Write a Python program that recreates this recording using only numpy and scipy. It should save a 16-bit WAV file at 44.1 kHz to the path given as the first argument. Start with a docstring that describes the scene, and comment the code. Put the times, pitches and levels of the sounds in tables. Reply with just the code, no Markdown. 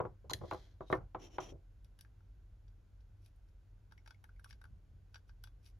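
"""Plastic toys on a table

Close to a stereo microphone, in a quiet room with a low hum, a plastic frame snaps off a small hollow
toy, is dragged away, drops on the table top and is shoved across it. The board thuds and groans under it.
Then fingers turn the toy over: its loose jaw clicks and skin brushes the shell."""
import sys
import numpy as np
from scipy import signal
from scipy.fft import rfft, irfft
from scipy.io import wavfile
from scipy.ndimage import uniform_filter1d

SR = 44100
rng = np.random.default_rng(int(sys.argv[2]) if len(sys.argv) > 2 else 0)


def transcribe(u):
    """Save the signal u as a 16-bit wav file named by the first command-line argument.

    u: samples, shape (n,) or (channels, n), limited to [-1, 1]; the rate is SR.
    q: integer samples, one column per channel.
    """
    v = np.clip(np.atleast_2d(u).T, -1, 1)
    q = np.round(v * 32767).astype(np.int16)
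    wavfile.write(sys.argv[1], SR, q)


N = 255339
TAPS = 8192  # samples in one struck sound

# plastic meets the table, close to the microphone: (time [s], force [dB], hardness [dB])
KNOCKS = [(0.001, -38, 11), (0.036, -45.5, -1.5), (0.051, -43.5, 8), (0.113, -75, 9), (0.242, -57, -11),
          (0.312, -47.5, 9.5), (0.340, -51, -9), (0.412, -46.5, 3), (0.435, -43, -6.5),
          (0.512, -50.5, 23.5), (0.524, -44.5, 12.5), (0.545, -51, 13.5), (0.806, -47, 9.5),
          (0.900, -41, 9), (0.926, -34, 17), (0.953, -44, 5), (1.147, -46.5, 16.5), (1.383, -46.5, 21.5),
          (1.521, -51.5, -32), (1.548, -59, -31)]
# colours of the toy's clack, the board's thud and the contact tick: (frequency [Hz], level [dB])
CLACK = [(200, -27), (500, -11.5), (720, 2.5), (1130, -3.5), (1450, -6), (1750, -18.5), (2150, -19),
         (2700, -33), (5000, -48), (12000, -65)]
THUD = [(40, -18.5), (110, -0.5), (170, -5.5), (240, -13), (340, -2.5), (600, -6.5), (900, -23),
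        (2500, -61.5)]
TICK = [(800, -27.5), (2200, 4.5), (3600, -1.5), (4600, -22), (6800, -24.5), (8500, -36.5), (13000, -35),
        (16000, -55.5)]


def knocks():
    """The contact ticks, the toy clacks, and the board answers with a slower thud and a short ring."""
    out = np.zeros((2, N))
    thud, clack, tick = colour(THUD), colour(CLACK), colour(TICK)
    # the frame rocks: a second foot lands just after the first, weaker and softer
    second_feet = [(s + .012, force_db - 6.5, hard_db - 10) for s, force_db, hard_db in KNOCKS]
    for s, force_db, hard_db in KNOCKS + second_feet:
        clack_db = force_db + hard_db - 13
        tick_db = force_db + 1.95 * hard_db - 50  # grows fastest with hardness
        ring_db = force_db + .55 * hard_db - 8.5
        sound = gain_of(clack_db) * blow(clack, rise=.0003, t60=.039, tail_db=-16.5, tail_t60=.19)
        sound += gain_of(force_db - 2) * blow(thud, rise=.00081, t60=.06, tail_db=-11.5, tail_t60=.21)
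        sound += gain_of(tick_db) * blow(tick, rise=.00049, t60=.008, tail_db=-16.5, tail_t60=.081)
        sound += gain_of(ring_db) * table_ring()
        add(out, s, panned(sound, pan_db=.55))
    return out


# modes of the table top: (frequency [Hz], level [dB])
TABLE_MODES = [(318, -2.5), (374, 1.5), (506, 1), (635, 1.5), (758, -5.5), (835, -4), (985, -2),
               (1045, -2.5), (1131, -2), (1225, -9.5), (1320, -15.5), (1412, -13)]


def table_ring():
    """Every blow strikes the table's modes a little differently; the higher ones die sooner."""
    t = np.arange(TAPS) / SR
    hz, db = np.transpose(TABLE_MODES)[:, :, None]
    t60 = .125 * (hz[0] / hz) ** .25
    place, phase, spread = rng.standard_normal((3, len(TABLE_MODES), 1))
    fade = gain_of(db + 2 * place - 60 * t / t60) * (1 - np.exp(-t / .002))
    angle = 2 * np.pi * (hz * t + phase)
    return np.array([(fade * np.sin(angle + side * .26 * spread)).sum(0) for side in (1, -1)])


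# the frame drops on its feet, right of centre: (time [s], level [dB])
DROP = (0.928, -31.5)
# modes of the free frame: (frequency [Hz], level [dB], t60 [s])
FREE_FRAME = [(1800, 0, 0.063), (1750, -3.5, 0.055), (2128, -11, 0.074), (2610, -15, 0.016),
              (3740, -23.5, 0.034), (3715, -15, 0.02)]


def frame_ring():
    """With no finger on it, the dropped frame rings at its own few pitches."""
    out, t = np.zeros((2, N)), np.arange(TAPS) / SR
    s, drop_db = DROP
    ring = sum(gain_of(db - 60 * t / t60) * np.sin(2 * np.pi * (hz * t + rng.random()))
               for hz, db, t60 in FREE_FRAME)
    attack = 1 - np.exp(-t / .00073)
    add(out, s, panned(gain_of(drop_db) * ring * attack, pan_db=-4))
    return out


# the frame's catches: (time [s], force [dB], hardness [dB], edge sharpness [dB], wall pitch [Hz])
SNAPS = [(0.297, -38.5, 0.5, -24, 1070), (0.305, -49, 13, -10, 1400), (0.310, -48, 12, -10, 1003),
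         (0.334, -40.5, 16.5, -1, 1780), (0.510, -58.5, 11.5, -10, 1730), (0.533, -60, 12, -7, 1500),
         (0.917, -71.5, 9, 5, 1499), (0.927, -52.5, 6.5, -14.5, 1496)]
# resonances of the gripped frame: (frequency [Hz], width [Hz], lift [dB])
GRIPPED_FRAME = [(1080, 93, 4), (2040, 200, 12.5), (3320, 110, 8), (4065, 160, 18.5), (4210, 80, 14),
                 (4830, 90, 7.5), (6020, 260, 12), (6720, 400, 8.5), (7040, 260, 14), (10200, 190, 7),
                 (11650, 400, 8)]


def frame_snaps():
    """The frame scrapes over its catches, snaps free and rattles."""
    return clicks(SNAPS, GRIPPED_FRAME, rise=.0006, t60=.011, tail_db=-24,
                  snap_lift_db=-14, body_lift_db=-6, edge_lift_db=-4.5, pan_db=-1.04)


# taps of the jaw: (time [s], force [dB], hardness [dB], edge sharpness [dB], wall pitch [Hz])
JAW_TAPS = [(1.845, -86.5, 25.5, 10.5, 1560), (1.989, -65, 10, -5, 1600), (2.009, -68.5, 18.5, 6, 1654),
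            (2.048, -62.5, -6, -30, 1650), (2.205, -70, -10, -28, 1450), (2.679, -79, 14, -18, 1550),
            (3.005, -88, 16.5, -17, 1550), (3.260, -82.5, 23.5, 8, 1520), (3.361, -95.5, 16, 11, 1540),
            (3.911, -69, 2, -25.5, 1535), (3.921, -55.5, -3, -22, 1474), (3.977, -60.5, -1, -24, 2090),
            (4.06, -58.5, 1.5, -24, 1540), (4.075, -56.5, 7, -17, 1450), (4.1066, -53.5, 2.5, -22, 1490),
            (4.144, -66, -4, -28, 2100), (4.24, -55, -2, -17, 1550), (4.291, -58.5, -14, -35, 1498),
            (4.361, -73, -4, -18, 2110), (4.3946, -57.5, -7.5, -18.5, 1512), (4.443, -53, 3, -11.5, 1520),
            (4.458, -55.5, -20, -28, 1350), (4.499, -67.5, 11, -7, 1480), (4.507, -58.5, 10.5, -15.5, 1690),
            (4.527, -60, 8, -21, 1580), (4.614, -56.5, -5, -21.5, 1500), (4.640, -55, -4.5, -19.5, 1525),
            (4.652, -56.5, -9, -26, 1435), (5.1431, -54.5, 9, -21, 1520), (5.1558, -52, 4, -35.5, 1540),
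            (5.2927, -61, 1, -40, 1554), (5.438, -53, 7.5, -7.5, 1520), (5.472, -62.5, 4.5, -22.5, 1520),
            (5.661, -75.5, 21, -1, 1550)]
# resonances of the toy's shell: (frequency [Hz], width [Hz], lift [dB])
SHELL = [(874, 137, 15), (1142, 17, 8.5), (2210, 94, 12.5), (2510, 134, 11), (2940, 220, 3.5),
         (3410, 18, 9), (3780, 120, 7), (4740, 170, 12), (5630, 120, 16.5), (6050, 350, -2.5),
         (10050, 190, 12.5), (12900, 98, -7)]


def jaw_clicks():
    """The loose jaw taps the hollow shell, a little left of the microphone."""
    return clicks(JAW_TAPS, SHELL, rise=.0011, t60=.014, tail_db=-18.5,
                  snap_lift_db=-15, body_lift_db=-6.5, edge_lift_db=0, pan_db=2)


# colours of a click's hollow body, snap and sharp edge: (frequency [Hz], level [dB])
HOLLOW = [(150, -19), (500, -5), (900, -5.5), (1600, 6.5), (2300, -13.5), (3500, -37), (9000, -47.5)]
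SNAP = [(900, -34.5), (2200, -5.5), (3200, 4), (5700, -2.5), (7300, -9.5), (10000, -25), (16000, -27)]
EDGE = [(3000, -45.5), (7000, -15.5), (8500, 3), (10500, -1), (13000, -2.5), (16500, -12)]


def clicks(rows, resonances, rise, t60, tail_db, snap_lift_db, body_lift_db, edge_lift_db, pan_db):
    """Plastic hits plastic and rings briefly in the damping hand; hard contacts are brighter."""
    out = np.zeros((2, N))
    usual_wall_hz, wall_width_hz = 1530, 250
    # the part springs back and strikes again, weaker and softer
    rebounds = [(s + .011, force_db - 17.5, hard_db - 6.5, edge_db - 6.5, wall_hz)
                for s, force_db, hard_db, edge_db, wall_hz in rows]
    for s, force_db, hard_db, edge_db, wall_hz in rows + rebounds:
        # each point of contact favours other resonances
        struck = [(hz, width, db + 3 * rng.standard_normal()) for hz, width, db in resonances]
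        # a smaller wall raises the pitch of the whole hollow body
        body_points = [(hz * wall_hz / usual_wall_hz, db) for hz, db in HOLLOW]
        body = colour(body_points, struck + [(wall_hz, wall_width_hz, 14)])
        hollow = blow(body, rise=.0006, t60=t60, tail_db=tail_db - .5, tail_t60=.09)
        snap = blow(colour(SNAP, struck), rise, t60, tail_db, tail_t60=.074)
        edge = blow(colour(EDGE, struck), rise=.00017, t60=.015, tail_db=-22, tail_t60=.16)
        # the hands shade the bright snap more than the hollow body
        sound = gain_of(hard_db + snap_lift_db) * panned(snap, pan_db + 3)
        sound += gain_of(body_lift_db) * panned(hollow, pan_db)
        sound += gain_of(edge_db + edge_lift_db) * edge
        add(out, s, gain_of(force_db) * sound)
    return out


# the frame is dragged away from the toy: (start [s], rise [s], fall [s], level [dB])
DRAGS = [(0.336, 0.011, 0.13, -61), (0.384, 0.11, .33, -60), (0.508, .014, 0.06, -65)]
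# colour of the dragging: (frequency [Hz], level [dB])
DRAG_HISS = [(900, -28.5), (1600, 1), (2200, -5.5), (2800, -10.5), (3300, 1.5), (4000, -4.5), (4700, -4),
             (6200, -9.5), (7400, -19.5), (8500, -11), (9500, -21.5), (13000, -19.5), (15000, -32.5)]


def drags():
    """Dragging rubs the frame, which excites its resonances less than a snap does."""
    rubbed = [(hz, width * .67, db * .44) for hz, width, db in GRIPPED_FRAME]
    return sum(slide(*row, colour(DRAG_HISS, rubbed), hiss_db=-7.5, groan_db=-11) for row in DRAGS)


# the frame is shoved along on its feet: (start [s], rise [s], fall [s], level [dB], foot pitch [Hz])
SHOVES = [(1.183, 0.058, 0.068, -65, 5680), (1.286, 0.065, 0.051, -70.5, 5560),
          (1.397, .011, .11, -60.5, 5820), (1.462, 0.036, .04, -67, 5880)]
# colour of the shoving: (frequency [Hz], level [dB])
SHOVE_HISS = [(940, -40), (1600, -8.5), (2700, 1), (3200, 0), (3600, -3.5), (4900, -13), (5750, 3),
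              (6600, -9.5), (7300, -7), (8100, -45), (9300, -12.5), (12900, -22.5), (15000, -23)]
# resonances of the feet: (frequency [Hz], width [Hz], lift [dB])
FEET = [(3145, 47, 9.5), (5740, 170, 7.5), (7100, 220, 3)]


def shoves():
    """Short pushes across the table; the grip shifts the pitch at which the feet ring."""
    out = np.zeros((2, N))
    for start, rise, fall, db, foot_hz in SHOVES:
        shift = foot_hz / FEET[1][0]
        feet = [(hz * shift, width, lift_db) for hz, width, lift_db in FEET]
        out += slide(start, rise, fall, db, colour(SHOVE_HISS, feet), hiss_db=3.5, groan_db=6.5)
    return out


# colour of the board under the sliding feet: (frequency [Hz], level [dB])
GROAN = [(70, -35), (120, -2), (205, -10.5), (330, 2.5), (500, -7.5), (770, -9), (1100, -16.5), (1700, -27),
         (3000, -46.5)]


def slide(start, rise, fall, db, response, hiss_db, groan_db):
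    """The frame's thin feet hiss over the matt table top and make the board groan."""
    out, t = np.zeros((2, N)), np.arange(0, rise + fall, 1 / SR)
    braking = np.clip((t - rise) / fall, 0, 1) ** .9
    speed = np.minimum(t / rise, 1) * np.cos(np.pi / 2 * braking) ** 2
    hiss = friction(len(t), response, grain_db=1.8, grain_s=.003)
    groan = friction(len(t), colour(GROAN), grain_db=1, grain_s=.024)
    sound = gain_of(hiss_db) * speed * panned(hiss, pan_db=1)
    sound += gain_of(groan_db) * speed ** .45 * groan  # follows the speed less than the hiss does
    add(out, start, gain_of(db) * sound)
    return out


# squeaks just before the drop: (centre time [s], length [s], level [dB])
SQUEAKS = [(0.835, 0.12, -79.5), (0.885, 0.056, -72.5), (0.915, 0.048, -65.5)]
# resonances of the squeaking foot: (frequency [Hz], width [Hz], lift [dB])
SQUEAK_PEAKS = [(3800, 120, 19), (6340, 120, 12)]


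def foot_squeaks():
    """A foot rubs and squeaks as the frame tips."""
    return strokes(SQUEAKS, colour(SNAP, SQUEAK_PEAKS), grain_db=2.5)


# fingertips on the plastic, heard up close: (centre time [s], length [s], level [dB])
BRUSHES = [(0.545, 0.082, -72), (0.93, 0.16, -72.5), (3.01, 0.035, -89.5), (3.25, 0.13, -80),
           (3.49, 0.03, -84), (4.49, 0.038, -76), (5.29, .05, -85), (5.67, 0.13, -73.5)]
# colour of rubbing skin: (frequency [Hz], level [dB])
SKIN = [(600, -21), (1500, -12), (2600, -3), (4600, -4.5), (5900, -5), (7200, -14), (8400, -5), (10000, -6),
        (13500, -7), (15000, -46)]


def finger_brushes():
    """Dry skin brushes the shell, damps its resonances and squeaks faintly as it slips."""
    damped = [(hz, width, db / 2) for hz, width, db in SHELL]
    skin_squeak = (5700, 427, 6)
    # the finger that moves the jaw also slips on the shell at each tap
    slips = [(s + .014, .1, force_db + hard_db - 38) for s, force_db, hard_db, _, _ in JAW_TAPS]
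    return strokes(BRUSHES + slips, colour(SKIN, damped + [skin_squeak]), grain_db=3.5)


# hands on the table: (centre time [s], length [s], level [dB])
BUMPS = [(0.1, 0.16, -57), (0.36, 0.38, -52.5), (0.58, 0.3, -60.5), (1.0, 0.19, -50.5), (1.535, .11, -53.5),
         (4.53, 0.055, -58), (4.72, 0.21, -57.5), (4.98, 0.38, -60.5)]
# colour of their rumble: (frequency [Hz], level [dB])
BUMP_COLOUR = [(30, -18.5), (65, 6), (130, -2.5), (200, -14.5), (400, -38.5), (1500, -65)]


def hand_bumps():
    """Hands shift against the table with soft, low swells."""
    return strokes(BUMPS, colour(BUMP_COLOUR), grain_db=2.5)


# colour of the room tone behind the table: (frequency [Hz], level [dB])
ROOM_TONE = [(15, -30.5), (25, -3), (49, -0.5), (70, -9), (102, -9), (134, -22.5), (166, -22.5),
             (229, -32.5), (293, -30.5), (384, -34), (1400, -46.5), (1520, -40), (1650, -47), (4870, -54.5),
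             (16000, -61.5)]
# the room's hum: (frequency [Hz], level [dB], wander [Hz])
HUM = [(40.4, -65.5, 3), (97.8, -66.5, 3.6)]


def room():
    """Low rumble, faint hiss and two wavering hum tones."""
    air = gain_of(-59) * unit_rms(through(noise(N), colour(ROOM_TONE, resonances=[(1370, 31, 5.4)])))
    knots = np.linspace(0, N, 60)
    for hz, db, wander_hz in HUM:
        drift = np.interp(np.arange(N), knots, rng.standard_normal(len(knots)))
        phase = 2 * np.pi * np.cumsum(hz + wander_hz * drift) / SR
        air += gain_of(db) * np.sqrt(2) * np.sin(phase)
    return air


def blow(response, rise, t60, tail_db, tail_t60):
    """Dense vibration after one contact: a burst and a weaker tail, with rms 1 over the first 10 ms."""
    t = np.arange(TAPS) / SR
    swell = 1 - np.exp(-t / rise)
    burst = noise(TAPS) * swell * gain_of(-60 * t / t60)
    # a short contact feeds all pitches about equally
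    spectrum = rfft(burst, 2 * TAPS)
    flattened = spectrum / np.sqrt(abs(spectrum) / abs(spectrum).mean() + 1e-9)
    burst = irfft(flattened)[:, :TAPS] * np.sqrt(swell)
    tail = noise(TAPS) * swell * gain_of(tail_db - 60 * t / tail_t60)
    sound = through(burst + tail, response)
    return sound / np.sqrt(np.mean(sound[:, :SR // 100] ** 2))


def friction(size, response, grain_db, grain_s):
    """Tiny slips: coloured noise whose strength jumps from one grain of the surface to the next."""
    grain = unit_rms(uniform_filter1d(rng.standard_normal(size), round(grain_s * SR)))
    slips = noise(size) * gain_of(grain_db * np.clip(grain, -2, 2))
    return unit_rms(through(slips, response))


def strokes(rows, response, grain_db):
    """Short swells of rubbing."""
    swell = np.zeros((2, N))
    for s, length, db in rows:
        add(swell, s - length / 2, gain_of(db) * np.hanning(round(length * SR))[None])
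    return swell * friction(N, response, grain_db, grain_s=.0054)


# how alike the microphone's two ports hear: (frequency [Hz], likeness [0-1])
PORT_LIKENESS = [(60, 1), (200, 0.7), (500, 0.5), (1200, 0.5), (5000, 0.5), (9000, 0.9), (15000, .6)]


def noise(size):
    """White noise at the two ports: alike in the bass, less so higher up."""
    left, other = np.exp(2j * np.pi * rng.random((2, size // 2 + 1))) * np.sqrt(size)
    likeness = np.clip(curve_at(PORT_LIKENESS, np.fft.rfftfreq(size, 1 / SR)), -1, 1)
    right = likeness * left + np.sqrt(1 - likeness ** 2) * other
    return irfft([left, right], size)


def colour(points, resonances=()):
    """Causal impulse response of a broad spectrum with resonances standing out of it."""
    hz = np.fft.rfftfreq(TAPS, 1 / SR)
    lift = 1 + sum((gain_of(db) - 1) / (1 + (2 * (hz - peak_hz) / width) ** 2)
                   for peak_hz, width, db in resonances)
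    log_gain = np.log(gain_of(curve_at(points, hz)) * np.maximum(lift, .1))
    mirrored = np.concatenate([log_gain, log_gain[-2:0:-1]])
    minimum_phase = np.exp(np.conj(signal.hilbert(mirrored)))
    return np.fft.ifft(minimum_phase).real[None, :TAPS // 2]


def through(x, response):
    """Passes a stereo sound through an impulse response."""
    return signal.fftconvolve(x, response, axes=1)[:, :x.shape[1]]


def curve_at(points, hz):
    """Interpolates a table of points on a log-frequency axis."""
    point_hz, value = np.transpose(points)
    return np.interp(np.log(hz + 1), np.log(point_hz + 1), value)


def gain_of(db):
    """Decibels to amplitude."""
    return 10 ** (np.asarray(db) / 20)


def unit_rms(x):
    """Scales to rms 1."""
    return x / np.sqrt(np.mean(x ** 2) + 1e-30)


def panned(sound, pan_db):
    """Leans a sound to the left by pan_db."""
    return sound * gain_of([[pan_db / 2], [-pan_db / 2]])


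def add(mix, s, sound):
    """Mixes a stereo sound in at time s."""
    part = mix[:, max(round(s * SR), 0):][:, :sound.shape[1]]
    part += sound[:, :part.shape[1]]


def scene():
    """Toy, frame and hands on the table up close, the room behind them."""
    handling = frame_snaps() + jaw_clicks() + drags() + foot_squeaks() + finger_brushes() + hand_bumps()
    return handling + knocks() + frame_ring() + shoves() + room()


# the microphone's response: (frequency [Hz], level [dB])
MIC_RESPONSE = [(20, -30), (31, -13.5), (39, 0.5), (13000, 0.5), (14500, -7.5), (16000, -5.5)]
# phase between its ports: (frequency [Hz], lead of the left [rad])
PORT_LEAD = [(200, 0), (900, -.1), (3000, .15), (6000, .25), (7000, -.2), (7700, -2.7), (8900, -3.3),
             (9700, -4.3), (11000, -4.8), (14000, -4.7)]


def record(dry):
    """The stereo microphone loses the deepest bass and top treble; its ports part in phase up high."""
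    hz = np.fft.rfftfreq(2 * N, 1 / SR)
    lead = curve_at(PORT_LEAD, hz)
    response = gain_of(curve_at(MIC_RESPONSE, hz)) * np.exp(.5j * np.array([lead, -lead]))
    ports = irfft(rfft(dry, 2 * N) * response)[:, :N]
    lowpass = signal.firwin(255, cutoff=16200, window=("kaiser", 9), fs=SR)
    return signal.oaconvolve(ports, lowpass[None], "same")


dry = scene()
out = record(dry)
transcribe(out)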